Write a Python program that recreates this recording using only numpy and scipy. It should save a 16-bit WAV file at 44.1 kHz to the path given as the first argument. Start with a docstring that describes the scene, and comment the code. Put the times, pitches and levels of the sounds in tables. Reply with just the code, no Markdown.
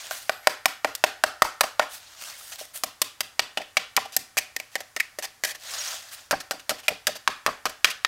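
"""Fraying a paper edge with a steel ruler

At a table in a small, quiet room, a ruler is swiped down a stiff sheet's edge about five times a second.
Each swipe is a burst of noise, flattened and then coloured by the sheet; often the blade drags or the sheet flaps.
Between runs the sheet slides and squeaks on the table: noise under envelopes. The ruler's modes ring as sines.
The microphone is close: swipes come direct and through the room's noise tails, and the largest peaks clip."""
import sys
import numpy as np
from scipy import signal
from scipy.fft import rfft, irfft
from scipy.io import wavfile
from scipy.ndimage import uniform_filter1d

SR = 44100
rng = np.random.default_rng(int(sys.argv[2]) if len(sys.argv) > 2 else 0)


def inscribe(sig):
    """Save sig as 16-bit PCM at rate SR to the path in sys.argv[1].

    A 1-D sig is mono; a 2-D sig holds one channel per row.
    Samples are clipped to [-1, 1] before scaling.
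    """
    pcm = np.round(np.clip(np.atleast_2d(sig).T, -1, 1) * 32767)
    wavfile.write(sys.argv[1], SR, pcm.astype(np.int16))


N = 355887
SIZE = 8192  # samples in one short sound
HZ = np.fft.rfftfreq(SIZE, 1 / SR)
T = np.arange(SIZE) / SR


def gain_of(db):
    """Decibels to amplitude."""
    return 10 ** (np.asarray(db) / 20)


def evened(x):
    """Scales to rms 1."""
    return x / np.sqrt(np.mean(x ** 2) + 1e-20)


def read(points, hz):
    """Joins (frequency [Hz], value) points on a log-frequency axis."""
    f, value = np.transpose(points)
    return np.interp(np.log(hz + 1), np.log(f + 1), value)


def add(mix, s, sound):
    """Mixes a sound in at time s, cut off at the end of the scene."""
    part = mix[..., round(s * SR):][..., :sound.shape[-1]]
    part += sound[..., :part.shape[-1]]


def coloured(x, spectrum):
    """Gives a long noise a spectrum, at rms 1."""
    gain = gain_of(read(spectrum, np.fft.rfftfreq(N, 1 / SR)))
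    return evened(irfft(rfft(x) * gain, N))


def peak(hz, width):
    """A resonance curve of height 1."""
    return 1 / (1 + (2 * (HZ - hz) / width) ** 2)


def hush(level_db=-57.5):
    """The faint steady background of the room: coloured noise."""
    # spectrum of the hush: (frequency [Hz], relative level [dB])
    hush_colour = [(20, -10), (45, -4), (110, 0.5), (160, -12.5), (250, -8.5), (400, -12), (620, -7.5),
                   (1500, -4), (3000, -12), (6000, -9.5), (11000, -13.5), (16000, -20)]
    return gain_of(level_db) * coloured(rng.standard_normal(N), hush_colour)


def room(x, wall_s=0.019, build_s=0.0053, early_db=-8, count=3):
    """Faint echoes from the table, then the walls: three noise tails crossfade on a slow, steady cycle."""
    # decay of the room: (frequency [Hz], t60 [s])
    decay = [(200, 0.21), (700, 0.39), (2000, 0.39), (5500, 0.32), (14000, 0.22)]
    # strength of the room: (frequency [Hz], level against the sound sent into it [dB])
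    strength = [(150, -7.5), (400, -8.5), (700, -10), (1500, -13.5), (3500, -10), (7000, -14.5),
                (14000, -21.5)]
    out = np.zeros(N)
    for k in range(count):
        hz, t, z = signal.stft(rng.standard_normal(SR // 2), SR, nperseg=256)
        t60 = read(decay, hz)[:, None]
        fall_db = read(strength, hz)[:, None] - 60 * (t - wall_s) / t60
        # the root sets the energy of the decaying noise
        z *= gain_of(fall_db) * np.sqrt(2 * np.log(1000) / (t60 * SR))
        tail = signal.istft(z, SR, nperseg=256)[1]
        age = np.arange(len(tail)) / SR
        tail *= np.minimum(age / build_s, 1)
        tail *= np.clip((age - wall_s) / build_s, gain_of(early_db), 1)
        share = np.cos(np.pi * (np.arange(N) / SR + k / count)) * np.sqrt(2 / count)
        out += signal.fftconvolve(x * share, tail)[:N]
    return out


def thumps(push_s=0.0024):
    """Two swipes also push the table top: a soft push, with no ring."""
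    # pushes on the table: (time [s], peak level [dB])
    pushes = [(1.423, -26.5), (1.61, -33)]
    out = np.zeros(N)
    for s, db in pushes:
        add(out, s, gain_of(db) * (1 - T / push_s) * np.exp(-T / push_s))
    return out


def steel():
    """The loosely held blade rings after a swipe: thin, slowly dying modes, as sines."""
    # modes of the ruler, a close pair near the top beating: (frequency [Hz], level [dB], t60 [s])
    modes = [(8053, -1, .6), (10600, -6, .6), (12530, 5, .9), (12547, -20, .6)]
    # swipes that leave it ringing: (time [s], level added to each mode's [dB])
    blows = [(.295, -55), (.658, -62), (.847, -61), (1.608, -63)]
    out = np.zeros(N)
    t = np.arange(SR) / SR
    for s, blow_db in blows:
        for hz, db, t60 in modes:
            wave = np.sin(2 * np.pi * (hz * t + rng.random()))
            add(out, s, gain_of(blow_db + db - 60 * t / t60) * wave)
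    return out


def squeaks(width_hz=350):
    """The sheet catches as it turns, in brief stick-slip: a fuzzy whistle that swells and stops."""
    # squeaks: (time [s], length [s], frequency [Hz], rms level before the swell [dB])
    catches = [(5.779, 0.03, 6700, -34), (5.799, 0.026, 5660, -34.5), (5.876, 0.012, 6230, -31)]
    out = np.zeros(N)
    for s, length, hz, db in catches:
        whistle = evened(irfft(rfft(rng.standard_normal(SIZE)) * peak(hz, width_hz)))
        swell = np.sin(np.pi * np.minimum(T / length, 1))
        add(out, s, gain_of(db) * whistle * swell)
    return out


def fibres(size, spread_db):
    """Dense tiny snaps of paper fibres, a few much larger than the rest."""
    size_db = spread_db * np.minimum(rng.exponential(1, size), 4)
    return rng.standard_normal(size) * gain_of(size_db)


def patchy(x, patchy_db, size=(4, 7)):
    """The contact wanders, so narrow bands swell and fade for some milliseconds each."""
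    z = signal.stft(x, nperseg=256)[2]
    across_hz = uniform_filter1d(rng.standard_normal(z.shape), size[0], 0)
    patches = evened(uniform_filter1d(across_hz, size[1], 1))
    return evened(signal.istft(z * gain_of(patchy_db * patches), nperseg=256)[1][:N])


def slides(rub_db=0.5, fizz_db=-2, spread_db=3.5, judder_db=1, patchy_db=2.0,
           scuffs_per_s=32, scuff_db=6, scuff_s=0.0014):
    """Paper slides over paper with uneven friction: a broad rub and a fine fizz, with small scuffs."""
    # paper and gloves slide, one row a push, before the trims rub_db and fizz_db:
    # (time [s], rise [s], hold [s], fall t60 [s], rub level [dB], fizz against the rub [dB])
    pushes = [(0, 0.0013, 0.066, 0.66, -42, -5.5), (0.095, 0.03, 0.011, 0.53, -37.5, 1),
              (1.88, 0.065, 0.013, 0.16, -42, 2), (1.99, .03, 0.2, .3, -51.5, -6.5),
              (2.167, 0.057, 0.075, 0.41, -42, -2), (2.327, 0.061, .14, .25, -48.5, 3),
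              (2.511, .012, 0.015, 0.12, -39.5, -4), (2.578, 0.015, 0.004, 0.32, -40, 1),
              (2.734, 0.02, 0.011, 0.16, -42, 8.5), (5.583, .17, .18, .45, -35, -5),
              (6.0, 0.034, 0.18, 0.3, -49.5, -5), (6.107, 0.02, .015, 0.091, -43, 3.5)]
    # spectrum of the broad rub: (frequency [Hz], relative level per Hz [dB])
    rub_colour = [(150, -27), (300, -25.5), (450, -16.5), (600, -1.5), (790, -3), (900, -6), (1350, -1),
                  (1850, 1), (2300, -2.5), (2750, -0.5), (4000, 0), (6600, -0.5), (9000, -10.5),
                  (12000, -39)]
    # spectrum of the fine fizz: (frequency [Hz], relative level per Hz [dB])
    fizz_colour = [(3000, -22), (6000, -15.5), (8000, 1), (12000, -1.5), (16000, -5.5)]
    t = np.arange(N) / SR
    rub, fizz = np.zeros((2, N))
    for s, rise, hold, t60, db, fine_db in pushes:
        fall_db = 60 * np.clip(t - s - rise - hold, 0, 2 * t60) / t60
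        push = np.clip((t - s) / rise, 0, 1) * gain_of(db - fall_db)
        rub = np.hypot(rub, gain_of(rub_db) * push)
        fizz = np.hypot(fizz, gain_of(fizz_db + fine_db) * push)
    judder = gain_of(judder_db * evened(uniform_filter1d(rng.standard_normal(N), size=400)))
    # scuffs start at random moments and die away
    catches = rng.random(N) * (rng.random(N) < scuffs_per_s / SR)
    judder += gain_of(scuff_db) * signal.lfilter([1], [1, -np.exp(-1 / (scuff_s * SR))], catches)
    coarse = patchy(fibres(N, spread_db), patchy_db)
    fine = patchy(fibres(N, spread_db), patchy_db)
    return judder * (rub * coloured(coarse, rub_colour) + fizz * coloured(fine, fizz_colour))


def burst(envelope, spread_db, evenness=0.36, count=2):
    """Fibre snaps under an envelope, with energy 1 spread fairly evenly over all frequencies."""
    x = fibres(SIZE, spread_db) * envelope
    reach = np.minimum(envelope / envelope.max() * 10, 1)  # keeps the flattened noise within the envelope
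    for _ in range(count):
        z = rfft(x)
        x = irfft(z / (abs(z) + 1e-9) ** min(evenness, 1)) * reach
    return x / np.linalg.norm(x)


def creases(ripple_db=1.8, size=36):
    """The sheet bends differently under every stroke: its many small modes ripple the spectrum (dB)."""
    ripple = uniform_filter1d(rng.standard_normal(len(HZ)), size)
    return ripple_db * evened(uniform_filter1d(ripple, size))


def sheet(push, s, db, weight_db, bright_db, note_hz, note_db, bass_hz=220, lost_db=-9,
          note_width=0.08, note_share=0.56, blend=0.39, bounce=0.28, bobbing=0.069,
          linger_db=3, linger_width=0.21):
    """The sheet rings after a push. Returns the sound near by and the blander sound sent into the room."""
    # where thump, flap, middle, clack, snap and tick lie: (frequency [Hz])
    colour_hz = [200, 650, 1300, 2600, 5500, 13000]
    # resonances of the sheet over the table, and dips: (frequency [Hz], width [Hz], height [dB])
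    resonances = [(277, 80, 3), (340, 27, -6.5), (445, 44, 2), (617, 125, 11), (769, 74, 9), (928, 25, -7),
                  (1836, 56, 4.5), (2140, 59, -5), (3770, 890, -2), (4770, 220, 2.5), (7200, 230, -0.5),
                  (12100, 510, 7)]
    # colour of the sheet from all sides at once, as the room gets it: (frequency [Hz], level [dB])
    all_round = [(200, -4.5), (650, -19.5), (1300, 2.5), (2600, -4.5), (5500, -5.5), (13000, 1)]
    # the way sheet and blade are held colours the swipes from each time on, sometimes only one:
    # (from time [s], thump [dB], clack [dB], tick [dB], where the loose paper lingers [Hz],
    # typical delay of the reflection off the table [s])
    grips = [(0, -5, -2.5, 0.5, 1460, 0.0024), (2.3, 1, 1.5, -0.5, 3500, 0.0012),
             (3.3, -0.5, 4, -7, 3440, .00188), (4.1, 3, -1.5, -4, 2480, 0.00093),
             (4.3, -2, -0.5, -5, 2430, 0.001392), (6.2, 4.5, 0.1, -3.5, 5000, .00286),
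             (7.2, 4, 0.5, -4, 1650, .0014)]
    # colour of a middling swipe: (frequency [Hz], level [dB])
    swipe = [(60, -19), (200, -17), (650, -5.5), (1300, -0.5), (2600, -1.42), (5500, -5.5), (13000, -15),
             (16000, -20)]
    # share of its weight that each band takes: (frequency [Hz], share [1])
    weight_share = [(650, 1), (1300, 0)]
    # share of its brightness that each band takes: (frequency [Hz], share [1])
    bright_share = [(1300, 0.036), (2600, 0.52), (5500, 1.03), (13000, 1.35)]

    _, thump, clack, tick, linger_hz, table_s = grips[sum(s >= grip[0] for grip in grips[1:])]
    tilt_db = read(swipe, HZ) + weight_db * read(weight_share, HZ) + bright_db * read(bright_share, HZ)
    # averaged over all directions, one stroke's colour comes closer to the next's
    towards_db = read(all_round, HZ) - tilt_db
    towards_db -= np.average(towards_db, weights=gain_of(tilt_db) / (HZ + colour_hz[1]))
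    shape_db = db + tilt_db + lost_db * peak(0, bass_hz)  # a thin sheet radiates little bass
    shape_db += sum(height * peak(hz, width) for hz, width, height in resonances)
    shape_db += read(list(zip(colour_hz, [thump, 0, 0, clack, 0, tick])), HZ)
    # a taller note has wider skirts
    note = note_db * peak(note_hz, note_width * note_hz * np.sqrt(3.5 + abs(note_db)))
    linger = linger_db * peak(linger_hz, linger_width * linger_hz)
    near_db = shape_db + note + creases()
    far_db = shape_db + note_share * note + blend * towards_db + linger
    # minimum phase: the ringing follows the push
    log_gain = np.log(gain_of([near_db, far_db]))
    causal = np.exp(signal.hilbert(np.hstack([log_gain, log_gain[:, -2:0:-1]])).conj())
    near, far = rfft(push) * causal[:, :len(HZ)]
    delay_s = table_s * np.exp(bobbing * rng.standard_normal())  # the sheet bobs above the table
    # its underside pushes in opposite phase
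    reflection = 1 - bounce * np.exp(-2j * np.pi * HZ * delay_s)
    return irfft(np.array([near * reflection, far]))


def drags(rise_s=0.0006, release_t60=0.034, spread_db=4.5, level_db=-1):
    """The blade rasps on through the fibres for a moment, then slips off, or the sheet flaps; some are the
    blade brushing the edge on its way back up, just before a swipe."""
    # drags, flaps, and brushes of the blade on its way back up before a swipe: (time [s], length [s], strength
    # [dB], # weight of the flapping paper [dB], brightness [dB], note of the pinched stretch of paper [Hz],
    # height of that note [dB])
    rasps = [(0.43, 0.06, -13, -1, 3, 2060, 15), (1.45, 0.0039, 5, 2, -7, 940, 17.3),
             (1.633, 0.0093, 12.5, 2, -7, 1180, 5.9), (1.811, 0.02, 12.5, 0, -12.5, 2030, 6.5),
             (2.408, 0.0036, -23, 4, 8, 1270, 20), (2.611, 0.0032, -20.5, 22.5, 12, 1040, 5.7),
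             (3.588, 0.019, -9.5, 20.5, -12, 1070, 6.1), (3.616, 0.0056, -10.5, 9, 4, 2150, 12.3),
             (4.051, 0.0088, -12.5, 14, 6, 930, 9), (4.122, 0.031, -9.5, -5, 9.5, 3390, 5),
             (4.375, 0.012, 0, 8.5, 18, 2280, 18.3), (4.716, 0.033, -17.5, -4, 8, 2660, 2.7),
             (4.804, 0.0052, -14.5, 18.5, 15, 1870, 13.5), (4.999, 0.0057, -2.0, -8, 13.5, 2090, 24.6),
             (5.224, 0.029, 0, 4.5, 10.5, 1790, 9.2), (5.446, 0.0066, 1, 4.5, 13.5, 1760, 16),
             (5.466, 0.052, -3.5, 4.5, 13.5, 1850, 11), (5.547, 0.01, -10.5, 3, 10.0, 1730, 7.6),
             (6.327, 0.011, 15.5, 5.5, -19, 1620, 7.7), (6.401, 0.011, -5.5, -7, 8.5, 1640, 5.8),
             (6.529, 0.02, -8.5, 16, -15, 2290, 3), (6.595, 0.008, -8, -15, 2, 3600, 3),
             (6.707, 0.012, -1.0, 16, 0, 1370, 12.3), (6.783, 0.021, -10, -2, 6.5, 2660, 5),
             (6.833, 0.037, -10.5, -2, 4.5, 2830, 7), (6.902, 0.021, -2, 14.5, -9, 2580, 5.2),
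             (7.081, 0.011, 1, 11, 0, 2660, 5), (7.153, 0.017, -6.5, 8, 8, 1040, 3),
             (7.288, 0.0076, -3, 12.5, -10, 1040, 9.7), (7.475, 0.017, 14, 5.5, -27, 1170, 7),
             (7.693, 0.0068, -13.5, 5, 13, 1500, 15), (7.86, 0.028, 8, -14, -2.5, 2360, 8.2),
             (7.9, 0.014, -1.5, -7, 9, 2460, 12)]
    out = np.zeros((2, N))
    for s, length, *touch in rasps:
        release_db = -60 * np.maximum(T - length, 0) / release_t60
        envelope = np.minimum(T / rise_s, 1) * gain_of(release_db)
        add(out, s, gain_of(level_db) * sheet(burst(envelope, spread_db), s, *touch))
    return out


def strikes(contact_s=.00025, contact_db=9, crack_s=.0024, crack_db=4.5, spread_db=3.0,
            flutter_db=-24, flutter_t60=0.2):
    """The blade meets the edge with a click and a crack; the paper dies in a crackle and flutters on."""
    # the blade meets the edge: (time [s], crackle t60 [s], strength [dB], weight of the flapping paper [dB],
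    # brightness [dB], note of the pinched stretch of paper [Hz], height of that note [dB])
    snaps = [(0.11, 0.043, 4.5, 0, -2, 1450, 13), (0.2948, 0.029, 18, 0.5, -9.5, 1580, 7),
             (0.4716, 0.026, 23.0, 0.0, -4.5, 2190, 7), (0.6571, 0.031, 18.5, 1.5, 0.5, 2270, 6),
             (0.8464, 0.049, 16.5, 9.5, -9, 2300, 8), (0.951, 0.049, -5.0, -6, 11.5, 3660, 5.5),
             (1.0398, 0.037, 20, 6, -3.5, 2280, 6.5), (1.2379, 0.024, 23, 1.5, -8, 1610, 6.5),
             (1.421, 0.034, 25, -2, -5.0, 1233, 5), (1.6086, 0.035, 18.5, 3.5, 1.5, 1200, 11),
             (1.7947, 0.04, 24.5, -2.5, -14, 925, 4), (2.8362, 0.045, 1, 11.5, 12.5, 1120, 16),
             (3.017, 0.048, 6, 4, 12.5, 1070, 8.5), (3.2062, 0.045, 7.5, -1, 6, 1010, 7),
             (3.394, 0.047, 14, -0.5, 2.5, 990, 9), (3.5732, 0.081, 7, 7, 1, 2920, 6.5),
             (3.7695, 0.062, 15.5, 0, 1, 2270, 5.5), (3.9657, 0.038, 4, 0, 16.5, 2130, 7),
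             (3.976, 0.047, 16.5, 3, -18, 1050, 10), (4.1652, 0.039, -5, 12.5, 24, 1810, 12),
             (4.3704, 0.051, 3.5, 4.5, 6.5, 1740, 11), (4.5642, 0.029, -9, 15.0, 17, 1940, 18),
             (4.6, 0.033, -12.5, 12.5, 13.5, 2430, 18), (4.7547, 0.063, 0.5, 12, 8, 2000, 15.5),
             (4.9642, 0.064, 3, 4.5, 4.5, 2000, 12), (5.1871, 0.08, -9.5, 18, 14.5, 1890, 16),
             (5.4376, 0.14, -1, 8, 14, 1900, 17.5), (6.3104, 0.089, 10.5, -0.5, 5, 1590, 10),
             (6.51, 0.083, 5, 5.5, 6, 1430, 10), (6.6939, 0.11, 5.5, 8.5, 10.0, 2030, 5.5),
             (6.882, 0.068, 8.5, 5, 6.5, 2430, 14.5), (7.0698, 0.06, 12.5, -3.5, 6, 1650, 7),
             (7.2762, 0.035, 23, -12, -9, 1114, 8), (7.4635, 0.069, 17.0, -2.5, -2.5, 1700, 6),
             (7.6552, 0.096, 11.5, 4, 0.5, 1260, 9.5), (7.845, 0.061, 23.5, -14, -2.5, 2990, 7.5),
             (8.0485, 0.028, 19.0, -12.5, -8, 3540, 8.5)]
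    out = np.zeros((2, N))
    for s, t60, *touch in snaps:
        crackle_db = crack_db * (T < crack_s) - 60 * np.maximum(T - crack_s, 0) / t60
        click = gain_of(contact_db) * (T < contact_s)
        flutter = gain_of(flutter_db - 60 * T / flutter_t60)
        envelope = gain_of(crackle_db) + click + flutter
        add(out, s, sheet(burst(envelope, spread_db), s, *touch))
    return out


def scene():
    """Ruler and paper close by and in the room, over its faint hush."""
    near, far = strikes() + drags() + steel() + thumps() + slides() + squeaks()
    return (near + room(far) + hush())[None]


def record(dry, edge_hz=15900):
    """The microphone overloads: the largest peaks clip at full scale; then the band limit."""
    clipped = np.clip(dry, -1, 1)
    low_pass = signal.firwin(255, edge_hz, window=("kaiser", 9), fs=SR)
    return signal.oaconvolve(clipped, low_pass[None], "same")


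dry = scene()
out = record(dry)
inscribe(out)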